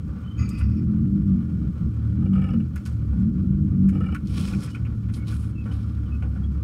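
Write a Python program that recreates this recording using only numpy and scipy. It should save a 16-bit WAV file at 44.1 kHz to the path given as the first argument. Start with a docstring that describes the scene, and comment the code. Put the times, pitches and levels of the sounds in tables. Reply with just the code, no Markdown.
"""A four-cylinder car creeps into a parking space, heard from the passenger seat with the windows shut.
Its engine is a stack of harmonics that follows a speed curve: three dabs of throttle, then idling.
Filtered noise makes the body's rumble and the steady air noise; a loose dashboard panel rings at each slap.
The steering wheel squeaks through a hand by stick and slip, an ornament clicks, and trim creaks.
Clothes brush the seat, feet bump the pedals, and gliding tones make faint birds outside."""
import sys
import numpy as np
from scipy import signal
from scipy.fft import rfft, irfft
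from scipy.io import wavfile

SR = 44100
rng = np.random.default_rng(int(sys.argv[2]) if len(sys.argv) > 2 else 0)


def log_audio(samples):
    """Write samples as a 16-bit WAV file to the path given in sys.argv[1]."""
    # one column per channel
    frames = np.atleast_2d(samples).T
    # limit to full scale, then quantise
    limited = np.clip(frames, -1, 1)
    pcm = np.round(limited * 32767).astype(np.int16)
    wavfile.write(sys.argv[1], SR, pcm)


N = 292383
T = np.arange(N) / SR  # time of each sample, s


def undb(db):
    """Decibels to gain."""
    return 10 ** (np.asarray(db) / 20)


def unit(x):
    """Scale to an average strength (rms) of 1."""
    return x / np.sqrt(np.mean(x ** 2))


def curve(rows):
    """Join a table of (time [s], value) by straight lines."""
    return np.interp(T, *np.transpose(rows))


def walk(rate):
    """Smooth chance of spread 1 that changes about `rate` times a second."""
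    f = np.arange(N // 2 + 1) * SR / N
    return unit(irfft(rfft(rng.standard_normal(N)) * np.exp(-(f / rate) ** 2), N))


def colour(x, points):
    """Filter by an outline of (frequency [Hz], level [dB]) that falls away steeply beyond its ends."""
    f = np.maximum(np.arange(N // 2 + 1) * SR / N, 1)
    hz, db = np.transpose(points)
    low_end = 1 / (1 + (hz[0] / f / 1.3) ** 6)
    high_end = 1 / (1 + (f / hz[-1] / 1.3) ** 6)
    outline = undb(np.interp(np.log(f), np.log(hz), db))
    return irfft(rfft(x) * outline * (low_end * high_end), N)


def ring(x, modes, order=1):
    """Add up resonances (Hz, width Hz, dB); at order 2 each acts twice, which darkens the valleys."""
    out = 0
    for hz, width, db in modes:
        peak = np.concatenate(signal.iirpeak(min(hz, .45 * SR), hz / width, fs=SR))
        out = out + undb(db) * signal.sosfilt([peak] * order, x)
    return out


def strike(start, t60, attack):
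    """Envelope of a blow: quick rise, then a fall by 60 dB in t60 seconds."""
    age = np.maximum(T - start, 0)
    return (1 - np.exp(-age / attack)) * np.exp(-np.log(1000) * np.minimum(age / t60, 4))


def swell(start, end, attack, release):
    """Envelope from 0 to 1: rises from the start, holds, and falls after the end."""
    return np.clip(np.minimum((T - start) / attack, 1 - (T - end) / release), 0, 1)


def birds():
    """Thin gliding whistles, broken up by their many paths through the trees."""
    # bird notes: (start [s], length [s], start pitch [Hz], end pitch [Hz], relative level [dB])
    notes = [(0.224, 0.19, 3010, 3140, -53.5), (4.69, 0.1, 2850, 3126, -52), (5.162, 0.1, 2160, 2240, -50),
             (5.544, 0.11, 2688, 2510, -50), (6.029, 0.076, 3340, 2780, -59),
             (6.105, 0.072, 2580, 2560, -50), (6.425, 0.047, 3234, 3325, -55)]
    out = 0
    for start, length, from_hz, to_hz, db in notes:
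        part = np.clip((T - start) / length, 0, 1)
        hz = from_hz + (to_hz - from_hz) * part
        out = out + undb(db) * np.sin(np.pi * part) * np.exp(2j * np.pi * np.cumsum(hz) / SR)
    paths = 1 + walk(70) + 1j * walk(70)
    return np.real(out * paths) / 2


def air(phase, revs):
    """Air hiss with a faint pulse and a narrow wavering band; both are softer while the engine revs high."""
    # colour of the air noise: (frequency [Hz], level [dB])
    hiss_colour = [(500, 11), (660, 1.5), (1030, -4.5), (1270, 7.5), (1530, -1.5), (2700, -8.5),
                   (3800, -14), (5300, -15), (10000, -21.5), (13000, -26.5), (15500, -20.5)]
    middle_db, treble_db, band_db = -56, -57, -59
    softer_db = -2.5 * revs
    # the hiss pulses once per firing
    noise = unit(colour(rng.standard_normal(N) * (1 + 0.13 * np.cos(phase)), hiss_colour))
    soft = signal.sosfiltfilt(signal.butter(2, 3500, fs=SR, output="sos"), noise)
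    # a narrow, slowly wavering band of noise: 1240 Hz, 170 Hz wide
    band = unit(ring(rng.standard_normal(N), [(1240, 170, 0)], order=2) * undb(2 * walk(3.3)))
    # the middle wavers more than the treble
    middle = (soft * undb(middle_db) + band * undb(band_db)) * undb(softer_db + 2.2 * walk(20))
    treble = (noise - soft) * undb(treble_db + .5 * softer_db + walk(25))
    return middle + treble


def rustle():
    """Fibres hiss and folds crackle in clumps as cloth brushes the seat, each stroke with its own band."""
    # strokes: (peak [s], rise [s], fall [s], level [dB], centre of the scrape [Hz])
    strokes = [(0.595, 0.03, 0.02, -50.5, 10900), (4.41, 0.17, 0.13, -44, 2820),
               (4.5, 0.2, 0.33, -48.5, 5700), (4.641, 0.041, 0.03, -44.5, 9920),
               (5.16, 0.042, 0.049, -50, 10000), (5.284, 0.032, 0.053, -45, 3780),
               (5.33, 0.039, 0.22, -51.5, 10000), (5.72, 0.12, 0.3, -58.5, 3220)]
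    # colour of the cloth: (frequency [Hz], level [dB])
    cloth = [(450, 5), (950, -9.5), (1250, 8), (1600, -13.5), (2400, -5), (4300, -7), (5200, -5),
             (6400, -11), (10500, -8.5), (13000, -23), (15500, -17)]
    # about 1200 tiny snaps a second, in clumps
    snaps = unit(rng.standard_normal(N) * (rng.random(N) < 1200 / SR) * undb(4 * walk(40)))
    hiss = rng.standard_normal(N) * undb(2.5 * walk(400) + 2.2 * walk(45))
    fibres = unit(colour(hiss + .5 * snaps, cloth))
    # folds buckle around 1770 Hz, 4000 Hz wide
    folds = undb(-8.5) * unit(ring(snaps, [(1770, 4000, 0)], order=2))
    out = 0
    for peak, rise, fall, db, hz in strokes:
        scrape = ring(fibres, [(hz, 0.98 * hz, -2)], order=2) * undb(2 * walk(35))
        out = out + undb(db) * unit(fibres + folds + scrape) * swell(peak - rise, peak, rise, fall)
    return out


def clicks():
    """Ornament and keys touch: a tick and a faint longer gritty ring around each one's own pitch."""
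    # clicks: (time [s], relative level [dB], rough centre [Hz])
    touches = [(0.488, -34.5, 7000), (2.756, -40.5, 8300), (2.776, -46, 4898), (2.853, -36, 5055),
               (2.861, -35, 6300), (3.886, -41.5, 7303), (4.144, -41, 7773), (4.27, -46, 4900),
               (5.138, -36, 3970)]
    out = 0
    for start, db, hz in touches:
        grit = unit(ring(rng.standard_normal(N), [(hz, 1.14 * hz, 0)], order=2))
        tick = strike(start, t60=0.029, attack=0.0031)
        tail = undb(-25.0) * strike(start, t60=0.36, attack=0.0028)
        out = out + undb(db) * grit * (tick + tail)
    return out * undb(3.5 * walk(300))


def creaks():
    """Plastic trim panels slip in short spurts of noise, each around its own pitch."""
    # creaks: (time [s], relative level [dB], pitch [Hz])
    spurts = [(0.607, -38.5, 1280), (2.758, -39, 1250), (2.857, -38, 1300), (3.884, -41, 1830),
              (4.146, -31, 1400), (4.477, -42, 2580), (4.532, -40, 2306), (4.674, -41.5, 1920),
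              (4.746, -37, 2410), (4.85, -43, 2270), (5.087, -44, 1307), (5.322, -39, 1450),
              (5.657, -47, 1960), (5.711, -44, 3060), (6.22, -45, 2500)]
    # colour of the trim: (frequency [Hz], level [dB])
    trim = [(800, -12), (1300, 17.5), (1700, 7), (2600, 10), (3600, -10), (12000, -18)]
    skin = unit(colour(rng.standard_normal(N), trim))
    out = 0
    for start, db, hz in spurts:
        pitched = undb(-7) * unit(ring(skin, [(hz, 900, 0)], order=2))
        out = out + undb(db) * unit(skin + pitched) * strike(start, t60=0.086, attack=0.00245)
    return out * undb(2.5 * walk(300))


def bumps():
    """A shoe lands and scuffs on the pedals; three resonances of the footwell make it hollow."""
    # soft bumps: (time [s], relative level [dB])
    steps = [(0.09, -50), (3.123, -51), (4.5, -44.5), (5.656, -40.5), (6.222, -46), (6.358, -50)]
    scuff = rng.standard_normal(N) * undb(2.7 * walk(50))
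    hollow = unit(ring(scuff, [(520, 160, 5), (752, 230, 1.5), (1210, 500, -1)], order=2))
    return hollow * sum(undb(db) * strike(start, t60=0.43, attack=0.0011) for start, db in steps)


def reflections(x, t60, wet_db):
    """Windscreen and side glass return a dense, short echo that leaves a fine fixed ripple on the sound."""
    tail = rng.standard_normal(N) * strike(0, t60, attack=0.00027)
    wet = signal.fftconvolve(x, tail / np.linalg.norm(tail))[:N]
    return (x + undb(wet_db) * wet) / np.sqrt(1 + undb(2 * wet_db))


def wheel(slip_hz):
    """The rim sticks and slips through the palm at an uneven rate, ringing the wheel; each slide squeaks."""
    # slides through the palm: (start [s], end [s], relative level [dB], squeak [Hz])
    slides = [(0.369, 0.459, -46, 6610), (0.501, 0.595, -48.5, 2690), (0.62, 0.78, -59.5, 5380)]
    # the steering wheel's resonances: (frequency [Hz], level [dB])
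    wheel_modes = [(1180, 1), (1290, 0.5), (1410, -2), (1800, -7.5), (2030, -2.5), (2345, -0.5), (2520, 3),
                   (2810, -12), (4610, -5.5), (4885, -5), (5240, -9)]
    turn = slip_hz * T + 0.32 * walk(37)
    # each slip starts suddenly and dies down until the next
    slips = rng.standard_normal(N) * undb(2 * walk(45)) * np.exp(-(turn % 1))
    modes = [(hz, 70, db) for hz, db in wheel_modes]  # 70 Hz wide
    # the shifting grip frees now one mode, now another
    rim = unit(sum(ring(slips, [mode], order=2) * undb(2 * walk(6.4)) for mode in modes))
    rim = unit(rim + .5 * unit(ring(slips, modes)))
    out = 0
    for start, end, db, hz in slides:
        squeak = undb(-10) * unit(ring(slips, [(hz, 160, 0)], order=2))
        out = out + undb(db) * (rim + squeak) * swell(start, end, attack=0.017, release=0.072)
    return out


def dashboard():
    """A loose panel slaps its frame; each slap rings its modes with slightly different pitch and balance."""
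    # slaps: (time [s], relative level [dB])
    taps = [(2.222, -40.5), (2.254, -37.5), (2.33, -33.5), (2.353, -34), (2.373, -37), (2.388, -39),
            (2.414, -30.5), (2.438, -30.5), (2.464, -38.5), (2.484, -33), (2.504, -36), (2.533, -32),
            (2.598, -37), (3.925, -41.5), (3.948, -31), (3.966, -41), (4.004, -31), (4.036, -36),
            (4.059, -32.5), (4.084, -35), (4.12, -29)]
    # the panel's resonances: (frequency [Hz], width [Hz], level [dB])
    panel = [(488, 130, 6.5), (776, 97, 1), (1290, 160, 7.5), (1770, 61, -1.5), (2320, 120, -0.5),
             (2610, 120, -7.5), (2890, 120, -2.5), (3158.6, 220, -14.5), (5222, 1000, -24)]
    detune, scatter_db = 0.011, 2.5  # spread of pitch (share) and of balance from slap to slap
    grit, out = rng.standard_normal(N), np.zeros(N)
    for start, db in taps:
        span = slice(int((start - .5) * SR), int((start + .5) * SR))
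        # soft chatter around the slap
        buzz = undb(-20) * np.exp(-((T - start) / 0.033) ** 2)
        contact = (grit * (strike(start, t60=0.05, attack=0.0014) + buzz))[span]
        modes = []
        for hz, width, mode_db in panel:
            bend, gain = rng.standard_normal(2)
            modes.append((hz * (1 + detune * bend), width, mode_db + scatter_db * gain))
        body = ring(contact, modes, order=2) * undb(7.5)
        tick = ring(contact, [(7630, 5900, -24.0)], order=2)
        out[span] += undb(db) * (body + tick)
    return out


def rumble(phase, pull, boom_db, drone_db):
    """Body and tyres rumble and throb with the firings; pulling holds back how far they rise with the drone."""
    # colour of the dull rumble: (frequency [Hz], level [dB])
    rumble_colour = [(22, -24.5), (50, -7), (66, 7.5), (115, -1), (128, 1.5), (185, 1), (240, -3),
                     (268, -12), (298, -6.5), (350, -20.5), (480, -32), (900, -60.5)]
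    throb = 1 + 0.17 * np.cos(phase)
    noise = unit(colour(rng.standard_normal(N) * throb, rumble_colour))
    return noise * undb(-1.38 + 0.69 * drone_db + 0.15 * boom_db - 6 * pull)


def firing_rate():
    """Firings per second: the engine's speed curve, with a little hunting up and down."""
    # engine speed: (time [s], firing rate [Hz])
    speed = [(0, 37.2), (0.5, 38.03), (0.64, 33.52), (0.8, 43.4), (0.97, 41.26), (1.11, 49.13),
             (1.21, 50.7), (1.33, 47.38), (1.58, 38.97), (2.13, 36.76), (2.27, 48.3), (2.5, 47.2),
             (2.71, 39.45), (2.94, 38.23), (3.15, 32.26), (3.32, 47.17), (3.46, 46.26), (3.63, 51.4),
             (3.77, 45.9), (3.85, 48.5), (4.03, 47.58), (4.2, 40.71), (5.05, 36.61), (6.63, 34.36)]
    return curve(speed) * (1 + 0.0063 * walk(12.1))


def drone_level(revs, load, bite, boom_db):
    """The drone grows with revs, throttle and clutch; each shudder of the body adds to it."""
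    # the body shudders as the car rolls and brakes: (start [s], end [s], level [dB])
    shudders = [(0.01, 0.105, -34.5), (0.374, 0.556, -31), (0.716, 0.909, -30.5), (1.515, 1.658, -24.5),
                (1.794, 1.861, -25.5), (2.486, 2.619, -21.5), (4.205, 4.457, -26.5), (4.52, 4.58, -22)]
    effort_db = 6 * revs + 10.5 * load + 2.5 * bite
    # the drone follows a small share of the boom's swings
    running_db = -36 + effort_db + 0.092 * (boom_db - np.mean(boom_db))
    shudder = 0
    for start, end, db in shudders:
        shudder = shudder + undb(db) * swell(start, end, attack=0.027, release=0.068)
    return 20 * np.log10(np.hypot(undb(running_db), shudder))


def orders(multiples, hz, phase, flutter_db):
    """Engine harmonics that swell as they cross cabin resonances and flutter with uneven firing."""
    # cabin resonances: (frequency [Hz], width [Hz], level [dB])
    cabin = [(65.3, 19, -2.5), (108.04, 14.4, -4), (159.4, 8, 1.5), (195.2, 34, 5.5), (221, 20, -4.5),
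             (293.6, 32, -12), (334.7, 11, -18.5)]
    out, power = 0, 0
    for k in multiples:
        gain_squared = 0
        for f, width, db in cabin:
            gain_squared = gain_squared + undb(2 * db) / (1 + (2 * (k * hz - f) / width) ** 2) ** 2
        tone = np.sin(k * phase + 2 * np.pi * rng.random())
        out = out + np.sqrt(gain_squared) * undb(flutter_db * walk(8.9)) * tone
        power = power + gain_squared
    return out * np.sqrt(2 / power)  # joint rms 1, apart from the flutter


def engine(hz, phase, revs, pull, boom_db, drone_db):
    """The lowest harmonics boom all the time; when the engine pulls, the higher ones sing out."""
    firing = undb(boom_db - 22) * np.sin(phase)
    # at full revs the boom's level follows the drone instead
    low_db = boom_db - 1.5 + revs * (drone_db - boom_db - 5.5)
    boom = undb(low_db) * orders([2, 3], hz, phase, flutter_db=2.0)
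    drone = undb(drone_db - 7.0 + 4.13 * pull) * orders(np.arange(4, 9), hz, phase, flutter_db=3.5)
    return firing + boom + drone


def scene():
    """Engine speed, throttle and clutch shape engine and rumble; small cabin noises echo off the glass."""
    # presses of the throttle: (down [s], up [s])
    throttle = [(0.655, 1.379), (2.11, 2.297), (3.1, 3.999)]
    # moments when the clutch bites as the car moves off: time [s]
    bites = [0.55, 2.133, 2.425]
    # low boom before the clutch adds to it: (time [s], level [dB])
    boom_curve = [(0.0, -35), (0.31, -39.5), (0.41, -20.5), (0.53, -35), (0.63, -18), (1.48, -30),
                  (2.42, -21), (2.84, -33), (2.99, -20), (4.08, -25.5), (4.21, -37.5), (4.25, -29),
                  (4.78, -32.5), (4.82, -21), (5.11, -26.5), (6.63, -25.5)]
    bite = sum(np.exp(-((T - at) / 0.075) ** 2) for at in bites)
    hz = firing_rate()
    phase = 2 * np.pi * np.cumsum(hz) / SR
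    revs = np.clip((hz - 38) / 9, 0, 1)  # 0 at idle, 1 at the top of a throttle dab
    boom_db = curve(boom_curve) + 1.5 * bite
    presses = [swell(down, up, attack=0.041, release=0.28) for down, up in throttle]
    load = np.max(presses, axis=0)
    pull = np.maximum(revs, load)
    drone_db = drone_level(revs, load, bite, boom_db)

    small = air(phase, revs) + rustle() + clicks() + creaks() + bumps()
    small = reflections(small, t60=0.06, wet_db=-6.0)
    car = rumble(phase, pull, boom_db, drone_db) + engine(hz, phase, revs, pull, boom_db, drone_db)
    return (birds() + small + wheel(slip_hz=56.0) + dashboard() + car)[None]


def record(dry):
    """A steep filter cuts the treble above 15600 Hz."""
    return signal.sosfilt(signal.ellip(8, .2, 70, 15600, fs=SR, output="sos"), dry)


dry = scene()
out = record(dry)
log_audio(out)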